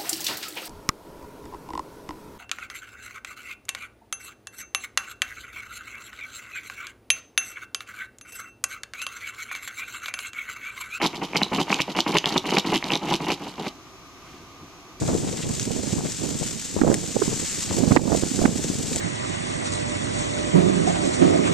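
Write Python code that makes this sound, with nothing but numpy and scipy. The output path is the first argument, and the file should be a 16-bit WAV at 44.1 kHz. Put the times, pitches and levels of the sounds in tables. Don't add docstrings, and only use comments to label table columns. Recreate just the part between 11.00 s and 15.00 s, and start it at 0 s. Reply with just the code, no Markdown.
import sys
import numpy as np
from scipy import signal
from scipy.fft import rfft, irfft
from scipy.io import wavfile
from scipy.ndimage import uniform_filter1d

SR = 44100
rng = np.random.default_rng(int(sys.argv[2]) if len(sys.argv) > 2 else 0)


def wav_out(sig):
    wavfile.write(sys.argv[1], SR, np.round(np.clip(np.atleast_2d(sig).T, -1, 1) * 32767).astype(np.int16))


N = 176400
TIME_S = np.arange(N) / SR
FREQ_HZ = np.arange(N // 2 + 1) * SR / N

# start_s, length_s, drumming_db, ticking_db
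LANDINGS = [(0, .02, -25, -26), (0.025, 0.034, -21, -23), (0.133, 0.029, -30.5, -34),
            (0.176, 0.026, -31, -48), (0.217, 0.03, -26, -31.5), (0.322, .005, -35.5, -63),
            (0.347, 0.017, -19.5, -22.5), (.385, 0.032, -24.5, -35.5), (0.413, .012, -22, -26),
            (0.43, 0.039, -34, -39), (0.517, 0.044, -21, -29), (0.58, 0.034, -19, -24),
            (0.671, 0.047, -36.5, -32.5), (0.699, 0.026, -21.5, -27), (0.74, 0.036, -29, -32),
            (0.789, 0.016, -24, -23.5), (.88, .035, -26, -34), (0.952, 0.032, -23.5, -25.5),
            (0.988, 0.0083, -16.5, -27.5), (1.064, 0.043, -22, -26.5), (1.127, 0.012, -19, -28.5),
            (1.147, 0.018, -14, -20.5), (1.253, 0.034, -22, -23.5), (1.305, 0.047, -24.5, -30.5),
            (1.357, 0.014, -14, -22.5), (1.442, 0.065, -25, -28), (1.52, 0.029, -19, -24.5),
            (1.566, 0.015, -14.5, -20.5), (1.645, .064, -25, -30), (1.722, 0.041, -18.5, -21.5),
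            (1.838, 0.047, -26.5, -35), (1.897, 0.037, -24.5, -28), (1.929, 0.03, -21, -30.5),
            (2.017, 0.046, -25, -35.5), (2.069, 0.084, -25.5, -30), (2.11, 0.033, -19.5, -25),
            (2.199, 0.048, -26, -34.5), (2.268, 0.06, -21.5, -27), (2.405, 0.064, -33, -42.5),
            (2.467, 0.019, -28.5, -35.5), (2.58, 0.034, -27.5, -36), (2.63, 0.041, -30, -35),
            (2.664, 0.011, -25, -32)]


def undb(db):
    return 10 ** (np.asarray(db) / 20)


def unit(x):
    return x / np.sqrt(np.mean(x ** 2) + 1e-20)


def seconds(length):
    return np.arange(int(length * SR)) / SR


def add(out, start_s, sound):
    i = max(int(start_s * SR), 0)
    out[i:i + len(sound)] += sound[:N - i]


def ring(x, response):
    return signal.fftconvolve(x, response)[:N]


def gains(points):
    hz, db = np.array(points, float).T
    return undb(np.interp(np.log(FREQ_HZ + 1), np.log(hz), db))


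def colour(x, points):
    cepstrum = irfft(np.log(gains(points)))
    fold = 1 + np.sign(N // 2 - np.arange(N)) - (np.arange(N) == 0)
    response = irfft(np.exp(rfft(cepstrum * fold)))
    return ring(x, response[:N // 20])


def impacts(per_s, scatter_db):
    struck = rng.random(N) < per_s / SR
    return unit(struck * undb(scatter_db * np.clip(rng.standard_normal(N), -2, 2)))


def room_tone():
    # freq_hz, gain_db
    mid_colour = [(15, -43), (25, -26), (43, -4), (86, -4.5), (178, -4), (240, -7), (281, 0), (349, -2.5),
                  (389, -1.5), (433, -13.5), (482, -9), (582, -13.5), (666, -7.5), (895, -10), (1140, -4),
                  (1410, -14), (1530, -12.5), (1710, -19), (2230, -15.5), (2920, -18.5), (3260, -19),
                  (6550, -20.5), (8580, -34.5), (13200, -31), (15500, -60)]
    side_colour = [(15, -39), (25, -11), (96, -5.5), (204, -7), (227, -6), (389, -15), (598, -13.5),
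                   (722, -16.5), (1800, -16.5), (2490, -6.5), (3340, -15), (4040, -13), (4870, -19),
                   (5880, -10), (7700, -27), (13500, -30), (15500, -58)]
    # pitch_hz, width_hz, level_db
    whine_bands = [(1206, 70, -57.5), (6480, 150, -69)]
    mid = undb(-47.5) * unit(colour(rng.standard_normal(N), mid_colour))
    side = undb(-53.5) * unit(colour(rng.standard_normal(N), side_colour))
    for pitch_hz, width_hz, level_db in whine_bands:
        band = np.exp(-((FREQ_HZ - pitch_hz) / width_hz) ** 2)
        mid += undb(level_db) * unit(irfft(rfft(rng.standard_normal(N)) * band))
    return np.array([mid + side, mid - side])


def reflections(x, t60_s):
    t = seconds(0.5)
    response = rng.standard_normal(len(t)) * undb(-60 * t / t60_s) * (1 - np.exp(-t / 0.001))
    return ring(x, response / np.linalg.norm(response))


def fur_rustle(peak_s=3.32, width_s=0.12):
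    # freq_hz, gain_db
    fur_colour = [(300, -8), (1200, -3), (2400, 0), (3500, -4), (6000, -11), (14000, -26)]
    brushing = unit(colour(impacts(per_s=2000, scatter_db=3), fur_colour))
    return undb(-53) * brushing * np.exp(-((TIME_S - peak_s) / width_s) ** 2)


def paw_steps(width_s=0.023):
    # peak_s, level_db
    steps = [(3.34, -49), (3.425, -47), (3.625, -42.5)]
    # freq_hz, gain_db
    paw_colour = [(40, -8), (150, 4), (380, 0), (700, -27), (3000, -27), (12000, -44)]
    pressure = sum(undb(db) * np.exp(-((TIME_S - peak_s) / width_s) ** 2) for peak_s, db in steps)
    return unit(colour(rng.standard_normal(N), paw_colour)) * pressure


def heap_force(levels_db, swell_s=0.003, settle_s=0.006, rolling_db=-44.5):
    def hold(start_s, length_s):
        early = np.maximum(start_s - TIME_S, 0)
        late = np.maximum(TIME_S - (start_s + length_s), 0)
        return np.exp(-early / swell_s - late / settle_s)

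    power = sum((undb(db) * hold(*row[:2])) ** 2 for row, db in zip(LANDINGS, levels_db))
    rolling = undb(rolling_db) * hold(0, LANDINGS[-1][0])
    return np.sqrt(power + rolling ** 2)


def tub_modes():
    # pitch_hz, t60_s, relative_db
    resonances = [(151.7, 0.047, -3.5), (193, 0.041, -3), (225, 0.023, -1.5), (267, 0.038, -1.5),
                  (324.4, 0.042, 3), (379, 0.033, -1.5), (456, 0.027, -3), (624, .015, -8.5),
                  (780, 0.027, -1.5), (840, 0.023, -3.5), (978, 0.012, -2), (1190, 0.014, -9.5)]
    t = seconds(0.15)
    modes = np.array([undb(db) * unit(np.sin(2 * np.pi * hz * t) * undb(-60 * t / t60_s))
                      for hz, t60_s, db in resonances])
    return modes / np.sqrt(np.sum(modes ** 2))


def tub_radiation(x, cutoff_hz=146, bass_db=-14):
    upper = signal.sosfilt(signal.butter(6, cutoff_hz, "high", fs=SR, output="sos"), x)
    bass = signal.sosfilt(signal.butter(2, cutoff_hz, fs=SR, output="sos"), x)
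    return upper + undb(bass_db) * bass


def tub_drumming(force):
    strikes = impacts(per_s=1000, scatter_db=3) * force
    return undb(-4) * sum(ring(strikes * rng.choice([-1, 1], N), mode) for mode in tub_modes())


def pellet_ticks(collisions, shapes=24, decay_s=0.00055):
    # freq_hz, gain_db
    tick_colour = [(80, -21), (300, -21.5), (900, 6), (1350, -3.5), (1700, -7.5), (2150, 4), (2600, -1.5),
                   (2950, 6.5), (3300, -0.5), (3800, 1), (5000, -5.5), (7000, -12), (8700, -22),
                   (11500, -22.5), (13300, -28.5), (15500, -77)]
    t, ticks = seconds(0.005), np.zeros(N)
    shape = rng.integers(0, shapes, N)
    for k in range(shapes):
        click = rng.standard_normal(len(t)) * np.exp(-t / decay_s)
        ticks += ring(collisions * (shape == k), click / np.linalg.norm(click))
    return undb(-2) * colour(ticks, tick_colour) / np.sqrt(np.mean(gains(tick_colour) ** 2))


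def hard_hits(thump_hz=607, thump_decay_s=0.00068, crack_rise_s=0.00054, crack_decay_s=0.00066):
    # start_s, thump_db, crack_db, crack_pitch_hz
    hits = [(.0152, -16, -12, 2240), (.0468, -28, -10, 3800), (.2195, -17, -29.5, 2350),
            (.3045, -22, -44, 2200), (.3335, -15, -19.5, 2400), (.352, -11, -10, 4800),
            (0.3579, -16, -8, 2420), (.4168, -2, -5, 4000), (.5235, -7, -29, 2430),
            (.5848, -5.5, -17, 2560), (.6712, -21, -30, 2300), (.7032, -5.5, -13, 2140),
            (0.7276, -31, -3, 2460), (.8028, -3, -6, 2310), (.8808, -8, -33, 2300), (0.9891, -13, -3, 2980),
            (1.152, -4.5, -13, 2620), (1.169, -7, -1, 2790), (1.242, -9, -4.5, 3240),
            (1.3086, -39, -18.5, 4200), (1.3625, -9, -7, 3600), (1.4913, -39, -15, 2620),
            (1.5557, -20, -15, 3540), (1.5691, -3, -4, 2310), (1.583, -9, -14.5, 3560),
            (1.6505, -20, -19.5, 2330), (1.7248, -7, -30, 2530), (1.7428, -35, -11, 3100),
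            (1.8262, -22, -12.5, 1960), (1.904, -10.5, -8.5, 2860), (1.9198, -12, -12.5, 3700),
            (1.939, -13, -9, 3780), (2.1233, -10, -11.5, 3440), (2.139, -13, -11, 2700),
            (2.2035, -18, -31, 2400), (2.3027, -5, -9.5, 2530), (2.6685, -11, -21, 2480)]
    # freq_hz, gain_db
    crack_colour = [(80, -16), (300, -19), (1000, 6.5), (1600, -7), (2200, -1.5), (4000, 1), (7000, -7),
                    (9000, -14.5), (12000, -5), (15500, -39)]
    thumps, cracks, modes = np.zeros(N), np.zeros(N), tub_modes()
    t = np.arange(modes.shape[1]) / SR
    dent = np.sin(2 * np.pi * thump_hz * t) * np.exp(-t / thump_decay_s)
    snap = (1 - np.exp(-(t / crack_rise_s) ** 2)) * np.exp(-t / crack_decay_s)
    snap /= snap.max()
    for start_s, thump_db, crack_db, pitch_hz in hits:
        wall = rng.uniform(-1, 1, len(modes)) @ modes
        thump = dent + undb(-12.5) * wall / np.abs(wall).max()
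        add(thumps, start_s, undb(thump_db) * thump)
        grit = unit(uniform_filter1d(rng.standard_normal(len(t)), size=4))
        tone = np.sin(2 * np.pi * (pitch_hz * t + rng.random()))
        add(cracks, start_s, undb(crack_db) * snap * (tone + 0.69 * grit))
    return undb(-3.5) * thumps, undb(-1) * colour(cracks, crack_colour)


def scene():
    # freq_hz, difference_db
    balance = [(200, -0.5), (2400, -0.5), (4400, -1.5), (8000, -7), (15000, -5)]
    # freq_hz, gain_db
    width = [(60, -20), (200, -30), (1200, -34), (2400, -22.5), (4400, -11), (8000, -4), (15000, 2.5)]
    _, _, drumming_db, ticking_db = zip(*LANDINGS)
    thumps, cracks = hard_hits()
    collisions = impacts(per_s=900, scatter_db=4) * heap_force(ticking_db)
    body = tub_radiation(tub_drumming(heap_force(drumming_db)) + thumps)
    clicks = pellet_ticks(collisions) + cracks
    room = undb(-13.5) * reflections(body, t60_s=0.26) + undb(-13) * reflections(clicks, t60_s=0.2)
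    mid = body + clicks + room
    side = reflections(body, t60_s=0.03) + pellet_ticks(collisions)
    _, side_cracks = hard_hits()
    side = colour(side + side_cracks, width)
    lean = np.sqrt(gains(balance))
    left = irfft(rfft(mid + side) * lean)
    right = irfft(rfft(mid - side) / lean)
    return np.array([left, right]) + paw_steps() + fur_rustle() + room_tone()


def record(dry):
    split_hz, split_width_hz, treble_lag_s = 2870, 266, 0.01545
    ceiling, top_hz = 0.79, 15300
    upper = (1 + np.tanh((FREQ_HZ - split_hz) / (2 * split_width_hz))) / 2
    delay = np.exp(-2j * np.pi * FREQ_HZ * treble_lag_s)
    response = (1 - upper + upper * delay) / np.hypot(upper, 1 - upper)
    rounded = ceiling * np.tanh(irfft(rfft(dry) * response) / ceiling)
    return signal.sosfilt(signal.ellip(10, 0.2, 80, top_hz, fs=SR, output="sos"), rounded)


dry = scene()
out = record(dry)
wav_out(out)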